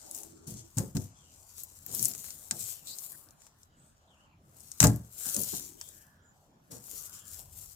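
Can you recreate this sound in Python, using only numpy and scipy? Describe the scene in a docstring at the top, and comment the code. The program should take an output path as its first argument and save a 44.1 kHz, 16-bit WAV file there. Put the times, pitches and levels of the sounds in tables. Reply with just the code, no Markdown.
"""Sand hisses inside a cloth toy lizard, close by, over a low outdoor rumble and faint far drones.
The toy is squeezed, patted, picked up, dropped and dragged off a sheet-metal panel. Its filling slides
and crunches, its tag and seams tick, and every blow sets the panel's modes booming and sprays the sand.
A few far birds chirp through echoes; the cloth rasps on fingers and metal."""
import sys
import numpy as np
from scipy import signal
from scipy.fft import rfft, irfft, next_fast_len
from scipy.io import wavfile
from scipy.ndimage import uniform_filter1d, map_coordinates

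SR = 44100
rng = np.random.default_rng(int(sys.argv[2]) if len(sys.argv) > 2 else 0)


def pcm_store(signal):
    """Save signal as 16-bit PCM."""
    levels = np.round(np.clip(np.atleast_2d(signal), -1, 1) * 32767)
    wavfile.write(sys.argv[1], SR, levels.astype(np.int16).T)


N = 341775


def amp(db):
    """Decibels to gain."""
    return 10 ** (np.asarray(db) / 20)


def unit(x):
    """Scale to rms 1."""
    return x / np.sqrt(np.mean(x ** 2) + 1e-20)


def along(points, hz):
    """Interpolate (freq_hz, value) points on a log frequency axis."""
    freqs, values = np.transpose(points)
    return np.interp(np.log(hz + 1), np.log(freqs + 1), values)


def wobble(rate_hz):
    """Smooth random curve with rate_hz knots a second."""
    knots = rng.standard_normal(int(N * rate_hz / SR) + 4)
    return map_coordinates(knots, [np.arange(N) * rate_hz / SR])


def filtered(x, response):
    """Apply a frequency response."""
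    n = x.shape[-1]
    size = next_fast_len(n + min(n, SR // 2), real=True)
    return irfft(rfft(x, size) * response(np.fft.rfftfreq(size, 1 / SR)), size)[..., :n]


def resonance(f, hz, width_hz):
    """Causal resonance, peak gain 1."""
    return 1j * f * width_hz / (hz * hz - f * f + 1j * f * width_hz)


def add(track, start_s, sound):
    """Mix a sound into a track."""
    part = track[..., max(round(start_s * SR), 0):][..., :sound.shape[-1]]
    part += sound[..., :part.shape[-1]]


def burst(t, rise_s, t60_s):
    """Smooth onset, exponential decay, peak 1."""
    shape = (1 - np.exp(-(t / rise_s) ** 2)) * amp(-60 * t / t60_s)
    return shape / shape.max()


def grains(rate_hz, spread_db):
    """Tiny impacts of scattered size, at random moments shared by both channels; rms 1."""
    size = amp(spread_db * np.minimum(rng.standard_normal(N), 2.5))
    hits = rng.random(N) < rate_hz / SR
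    return unit(size * hits * rng.standard_normal((2, N)))


def patchy(x, depth_db):
    """Make the colour drift in random patches of time and frequency."""
    spectrum = signal.stft(x, nperseg=512)[2]
    patches = uniform_filter1d(rng.standard_normal(spectrum.shape), size=6, axis=1)
    patches = uniform_filter1d(patches, size=22, axis=2)
    return signal.istft(spectrum * amp(depth_db * unit(patches)), nperseg=512)[1][:, :N]


def glides(rows):
    """Bands of noise that swell quickly, hold, waver, slide and fade."""
    out, waver = np.zeros((2, N)), wobble(35)
    for start_s, length_s, start_hz, end_hz, width_hz, level_db in rows:
        progress = np.linspace(0, 1, int(length_s * SR))
        flutter = filtered(rng.standard_normal((2, SR)), lambda f: 1 / (1 + (2 * f / width_hz) ** 4))
        bend = 1 + 0.029 * np.roll(waver, -int(start_s * SR))[:len(progress)]
        pitch_hz = (start_hz + (end_hz - start_hz) * progress) * bend
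        carrier = np.sin(2 * np.pi * np.cumsum(pitch_hz) / SR)
        swell = np.abs(np.sin(np.pi * progress)) ** 0.26
        add(out, start_s, amp(level_db) * swell * unit(flutter[:, :len(progress)] * carrier))
    return out


def distant(x, t60_s=0.18):
    """Far sounds arrive as a cloud of echoes."""
    t = np.arange(SR // 2) / SR
    echoes = rng.standard_normal((2, len(t))) * amp(-60 * t / t60_s)
    return signal.fftconvolve(x, echoes / np.linalg.norm(echoes[0]), axes=1)[:, :N]


# left-right likeness: freq_hz, correlation
COHERENCE = [(60, 0.98), (130, 0.94), (290, .83), (640, 0.52), (1400, -0.27), (3000, -0.034), (7000, 0.026)]
def stereo(pair, spectrum):
    """Colour two unrelated signals and blend them into left and right; rms 1."""
    def response(f):
        angle = np.arccos(np.clip(along(COHERENCE, f), -1, 1)) / 2
        return amp(along(spectrum, f)) * [np.cos(angle), np.sin(angle)]
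    mid, side = filtered(pair, response)
    return unit(np.array([mid + side, mid - side]))


# slides of the filling: crest_s, level_db, rise_s, fall_s, fizz_gain_db
SAND_SLIDES = [(.05, -54, 0.4, 0.64, -11), (.17, -50.5, 0.12, 0.15, 4), (.58, -52, 0.089, 0.12, -13),
               (.86, -54.5, 0.22, 0.093, -1), (1.02, -51.5, 0.074, 0.08, -1), (1.27, -62, 0.41, 0.22, -28),
               (1.595, -48.5, 0.043, .055, 1.5), (1.6, -56.5, .4, 0.53, -1), (1.961, -38, 0.045, 0.13, 5.5),
               (2.04, -40.5, 0.067, 0.12, 6), (2.27, -50, 0.54, 0.36, 3.5), (2.645, -40.5, 0.15, 0.19, 1),
               (2.9, -46, 0.059, 0.11, -0.5), (3.01, -48.5, .1, 0.25, 6.5), (3.44, -62, 0.09, 0.14, -6),
               (3.61, -67.5, 0.073, 0.092, 1), (3.83, -72, .12, 0.31, -6), (4.2, -71.5, .2, 0.11, -11),
               (4.62, -58.5, 0.17, 0.35, 1), (4.79, -55.5, 0.1, 0.4, 1), (5.06, -69, 0.18, 0.12, -14),
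               (5.275, -39, 0.15, 0.28, 2.5), (5.42, -38, 0.075, 0.098, 6.5), (5.529, -38.5, 0.15, 0.2, 0),
               (5.85, -55.5, .2, 0.27, 1.5), (6.36, -74.5, 0.12, 0.28, -2), (6.98, -47.5, 0.23, 0.21, 3.5),
               (7.145, -49.5, 0.057, 0.11, 0), (7.33, -48.5, 0.11, 0.19, 2), (7.62, -49.5, 0.15, 0.16, 2.5)]
def sand_flow():
    """Hiss and fizz envelopes: squeezes, tilts and drags slide the filling; blows throw up a spray."""
    fade_db, roundness = 19.5, 1.55
    spray_speed, spray_fizz_db = 1.34, -2
    power, t = np.zeros((2, N)), np.arange(N) / SR
    for crest_s, level_db, rise_s, fall_s, fizz_gain_db in SAND_SLIDES:
        near = slice(max(int((crest_s - 2 * rise_s) * SR), 0), int((crest_s + 2 * fall_s) * SR))
        from_crest = np.maximum((crest_s - t[near]) / rise_s, (t[near] - crest_s) / fall_s)
        slide = amp(level_db - fade_db * from_crest ** roundness)
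        power[:, near] += np.outer([1, amp(fizz_gain_db)], slide) ** 2
    for start_s, _, rise_s, cutoff_hz, spray_db in PANEL_BLOWS:
        spray = amp(spray_db) * shower_envelope(spray_speed * t[:SR // 2], rise_s, cutoff_hz)
        add(power, start_s, np.outer([1, amp(spray_fizz_db)], spray) ** 2)
    return np.sqrt(power)


# sand hiss: freq_hz, density_db
SAND_SPECTRUM = [(1180, -54), (2000, -20), (3840, -14.5), (4530, -10.5), (5030, -9.5), (5540, -6),
                 (6310, -4.5), (7250, 0.5), (8550, -3.5), (10600, -7.5), (13600, -4), (15100, -9),
                 (16000, -22.5)]
# cloth rub: freq_hz, density_db
CLOTH_SPECTRUM = [(200, -24.5), (400, 1), (900, -5.5), (1400, -2.5), (2300, -11.5), (3500, -12.5),
                  (6000, -33.5)]
def sand(fizz_hz=9000):
    """Grains slide inside the skin in small avalanches; the cloth rubs along."""
    flow, fizz_flow = sand_flow() * amp(3 + 1.4 * wobble(35) + 0.68 * wobble(220))
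    crunch = grains(rate_hz=3500, spread_db=5) + .5 * grains(rate_hz=220, spread_db=3.5)
    crunch += rng.standard_normal((2, N))
    hiss = stereo(patchy(crunch, depth_db=2.5), SAND_SPECTRUM)  # the hand shades and reflects it
    fizz = filtered(hiss, lambda f: 1 - 1 / (1 + (f / fizz_hz) ** 12))
    friction = grains(rate_hz=450, spread_db=4) + .8 * rng.standard_normal((2, N))
    rub = stereo(friction, CLOTH_SPECTRUM)
    return flow * (hiss - fizz) + fizz_flow * fizz + amp(-36.5) * flow ** 0.7 * rub


# outdoor air: freq_hz, density_db
AIR_SPECTRUM = [(71, -34), (120, 3.5), (251, -4), (463, -12.5), (605, -8.5), (1430, -12.5), (2150, -25),
                (3050, -22), (4780, -26.5), (6630, -25), (8660, -40), (13300, -32.5), (16000, -41)]
# far rumble: freq_hz, density_db
RUMBLE_SPECTRUM = [(15, -54), (25, -10.5), (54, -9), (75, -4), (91, 2), (118, -15.5), (140, -8),
                   (200, -30.5), (260, -59.5), (440, -120)]
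# rumble contour: time_s, level_db
RUMBLE_LEVELS = [(0, -67), (1.3, -65), (2.7, -67.5), (3.3, -70.5), (4.5, -68), (5.7, -65), (6.1, -68),
                 (6.8, -75.5), (7.0, -60), (7.22, -68.5), (7.4, -55.5), (7.58, -58.5), (7.75, -64)]
def outdoors():
    """Faint drifting air and a slowly changing far rumble."""
    air_db = -66 + 0.21 * wobble(1.7)
    air = stereo(patchy(rng.standard_normal((2, N)), depth_db=3.5), AIR_SPECTRUM)
    rumble_db = np.interp(np.arange(N) / SR, *np.transpose(RUMBLE_LEVELS)) + wobble(4.6)
    rumble = stereo(rng.standard_normal((2, N)), RUMBLE_SPECTRUM)
    return amp(air_db) * air + amp(rumble_db) * rumble


# far drones: start_s, length_s, start_hz, end_hz, width_hz, level_db
FAR_DRONES = [(0, .66, 320, 340, 150, -58), (0, .25, 760, 720, 450, -62), (5.88, .45, 1700, 1550, 450, -70),
              (6.95, .42, 1250, 1500, 550, -66)]
def drones():
    """Faint bands of noise, blurred by echoes."""
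    return distant(glides(FAR_DRONES))


# tag and seam ticks: start_s, level_db, pitch_hz, knock_gain_db
SEAM_TICKS = [(.1117, -23.5, 8560, -44), (.2333, -27, 8350, -21), (.7706, -24.5, 7500, -32),
              (.7838, -11.5, 7680, -20), (.9682, -20.5, 5890, -9.5), (1.6345, -23, 12900, -30),
              (1.8632, -22.5, 12810, -20), (1.9483, -16, 11000, -22), (1.994, -17.5, 6900, -40.5),
              (2.0265, -9.5, 9460, -41), (2.0479, -11, 9600, -45.5), (2.0548, -6.5, 8630, -45),
              (2.0835, -16, 12050, -49), (2.305, -25, 6500, -15), (2.5101, -10, 6420, -13),
              (2.8715, -28.5, 6840, -21), (2.9857, -23.5, 6840, -41), (3.6316, -40, 6690, -29),
              (4.6046, -36, 7800, -37), (4.7164, -23, 7040, -22), (4.803, 3, 6870, -13.5),
              (4.8286, -4.5, 7240, -5), (4.8693, -9, 7730, -24), (4.9602, -28.5, 12900, -30),
              (5.2977, -20, 7620, -37), (5.3448, -13.5, 8300, -31), (5.3645, -12, 7600, -20.5),
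              (5.415, -17, 9500, -37), (5.4344, -17, 7550, -40), (5.8125, -23, 6450, -9.5),
              (5.888, -30, 8230, -40)]
# the ticks' bright ring near 7 kHz: freq_hz, width_hz, gain_db
TICK_RESONANCES = [(4500, 140, -19), (5600, 140, -10), (7000, 390, -8), (7830, 190, -7), (8365, 300, -17.5),
                   (11900, 6500, -17)]
def ticks():
    """A snap and a short rattle with a bright ring; hard contacts add a lower knock."""
    def ring(f):
        peaks = sum(amp(db) * resonance(f, hz, width_hz) for hz, width_hz, db in TICK_RESONANCES)
        return peaks * resonance(f, 7500, 5600)

    def levelled(x):
        return x / np.sqrt(uniform_filter1d(x ** 2, size=66).max(axis=1, keepdims=True))

    out, t = np.zeros((2, N)), np.arange(SR // 20) / SR
    rattle = amp(-16) * burst(t, rise_s=0.0024, t60_s=0.06)
    envelope = burst(t, rise_s=0.00051, t60_s=0.0054) + rattle
    for start_s, level_db, pitch_hz, knock_gain_db in list(SEAM_TICKS) + slips():
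        contact = envelope * rng.standard_normal((2, len(t)))
        snap = levelled(filtered(contact, lambda f: ring(f) + amp(-3.5) * resonance(f, pitch_hz, 5500) ** 3))
        knock = levelled(filtered(contact, lambda f: resonance(f, 1400, 3000) ** 2))
        add(out, start_s, amp(level_db - 9) * (snap + amp(knock_gain_db - 1.5) * knock))
    return out


# tightening grips: start_s, length_s, rate_hz, level_db, knock_gain_db
CLOTH_GRIPS = [(0.15, .05, 52, -31, -24), (2.114, .07, 53, -32.5, -14), (2.242, .05, 46, -33.5, -10),
               (3.278, .05, 25, -41.5, -29), (3.411, .05, 24, -45, -6.5)]
def slips():
    """Gripped cloth sticks and slips in uneven runs; returns rows of ticks."""
    rows = []
    for start_s, length_s, rate_hz, level_db, knock_gain_db in CLOTH_GRIPS:
        scatter = rng.standard_normal((16, 3))[:int(length_s * rate_hz) + 1]
        for k, (late, strong, high) in enumerate(scatter):
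            slip_s = start_s + (k + .15 * late) / rate_hz
            pitch_hz = 7800 * np.exp(0.14 * high)
            rows.append((slip_s, level_db + 4.5 * strong, pitch_hz, knock_gain_db))
    return rows


def shower_envelope(t, rise_s, cutoff_hz):
    """The filling lands and settles, later after slow or dull blows, then creeps on faintly."""
    slowness, dullness = rise_s / .005, 400 / cutoff_hz
    settle_s = 0.18 * slowness ** 0.99 * dullness ** 0.094
    creep = amp(-23) * burst(t, rise_s=0.024, t60_s=0.36)
    return burst(t, rise_s, settle_s) + creep


# sheet-metal modes: freq_hz, gain_db
PANEL_MODES = [(74, -6), (98, -7.5), (118, -0.5), (134, -5.5), (160, -9.5), (182, -5), (203, -6.5),
               (232, -11), (264, -11.5), (291, -7), (335, -6), (385, -8.5), (431, -8), (488, -6.5),
               (530, -8.5), (572, -13.5), (614, -7), (706, -3), (780, -15.5), (834, -10), (893, -10.5),
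               (1007, -9), (1618, -8.5), (2048, -13.5)]
def panel_response(f):
    """The metal's modes, higher ones dying sooner, plus the soft toy's dead thud and slap."""
    modes = sum((-1) ** k * amp(db - 11) * resonance(f, hz, width_hz=5.5 + hz / 80)
                for k, (hz, db) in enumerate(PANEL_MODES))
    thud = amp(-14) * resonance(f, 170, 210) ** 2
    slap = amp(-24.5) * resonance(f, 1100, 1500)
    highpass = (1j * f / (40 + 1j * f)) ** 2
    return (modes + thud + slap) * highpass


# soft blows: start_s, level_db, rise_s, cutoff_hz, spray_db
PANEL_BLOWS = [(.466, -43.5, 0.01, 184, -43.5), (.531, -52, 0.0051, 150, -70),
               (.769, -28, 0.0064, 397, -37), (.949, -29, 0.0037, 150, -43.5),
               (1.861, -50.5, 0.031, 501, -50.5), (1.986, -44, 0.011, 260, -52),
               (2.513, -46, 0.0053, 800, -68), (2.585, -54.5, 0.0049, 128, -70),
               (4.812, -24, 0.0067, 850, -28.5), (4.837, -16, 0.0025, 847, -20),
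               (4.871, -22.5, 0.0045, 110, -40.5), (5.255, -52, 0.0046, 800, -54),
               (5.365, -40, 0.0038, 520, -58), (5.533, -43, 0.0013, 523, -58),
               (6.703, -51, 0.014, 760, -45)]
def panel():
    """Each blow drives the panel with one firm push and a shower of small ones from the filling."""
    def peak_rms(force):
        return np.sqrt(uniform_filter1d(filtered(force, panel_response) ** 2, size=1300).max())

    contact_s = .001
    balance_db, push_growth = -22.5, 0.57  # above balance_db the push outweighs the shower
    force, t = np.zeros((2, N)), np.arange(SR // 2) / SR
    push = -(t / contact_s) ** 2 * np.exp(-t / contact_s)
    push /= peak_rms(push)
    for start_s, level_db, rise_s, cutoff_hz, _ in PANEL_BLOWS:
        impacts = rng.standard_normal((2, len(t))) * shower_envelope(t, rise_s, cutoff_hz)
        shower = filtered(impacts, lambda f: 1 / (1 + 1j * f / cutoff_hz) ** 2)
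        blow = shower / peak_rms(shower[0]) + amp(push_growth * (level_db - balance_db)) * push
        add(force, start_s, amp(level_db) * blow / peak_rms(blow[0]))
    mid, side = filtered(force, panel_response)
    # higher modes reach the two channels less alike: freq_hz, gain_db
    side_gains = [(100, -17), (300, -7), (600, -9.5), (1200, 1)]
    side = filtered(side, lambda f: 1j * amp(along(side_gains, f)))
    return np.array([mid + side, mid - side])


# chirps: start_s, length_s, start_hz, end_hz, width_hz, level_db
BIRD_CHIRPS = [(1.14, .19, 3600, 2650, 420, -70.5), (2.74, .12, 3000, 2500, 400, -70),
               (3.76, .15, 7800, 8200, 800, -68), (4.07, .09, 3600, 2600, 600, -69.5),
               (4.16, .1, 2750, 3150, 380, -69.5), (4.25, .1, 2700, 2400, 400, -72),
               (5.77, .14, 3100, 3600, 600, -64.5), (6.22, .1, 7000, 7100, 600, -69),
               (7.1, .17, 2800, 3200, 800, -66)]
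def birds():
    """Short glides from far trees, blurred by echoes."""
    return distant(glides(BIRD_CHIRPS))


# cloth rasps: start_s, length_s, start_hz, end_hz, width_hz, level_db
CLOTH_RASPS = [(2.866, .09, 4200, 4350, 1000, -47.5), (3.12, .04, 1750, 1700, 500, -62),
               (5.2, .2, 1500, 1400, 500, -58), (5.34, .1, 480, 340, 380, -46),
               (5.526, .03, 350, 340, 200, -43.5), (5.55, .25, 300, 350, 140, -60),
               (6.7, .08, 400, 340, 400, -53), (6.89, .1, 450, 300, 400, -62)]
def rasps():
    """Cloth scrapes briefly on fingers and panel."""
    return glides(CLOTH_RASPS)


# toy's stereo balance: freq_hz, left_over_right_db
TOY_BALANCE = [(60, 2.5), (200, 1.2), (400, 3), (2400, 1.5), (4400, 2), (8100, 8.5), (11000, 13),
               (15000, 17)]
def lean_left(x):
    """The toy is nearer the left microphone port; the right is shadowed in the treble."""
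    def response(f):
        gains = amp(np.outer([.5, -.5], along(TOY_BALANCE, f)))
        return gains / np.sqrt(np.mean(gains ** 2, axis=0))
    return filtered(x, response)


def scene():
    """The toy close by, the outdoors behind it."""
    toy = lean_left(sand() + panel() + ticks() + rasps())
    return toy + birds() + drones() + outdoors()


def record(dry):
    """Clip at full scale, then low-pass steeply."""
    cutoff_hz = 16100
    return filtered(np.clip(dry, -1, 1), lambda f: 1 / (1 + (f / cutoff_hz) ** 150))


dry = scene()
out = record(dry)
pcm_store(out)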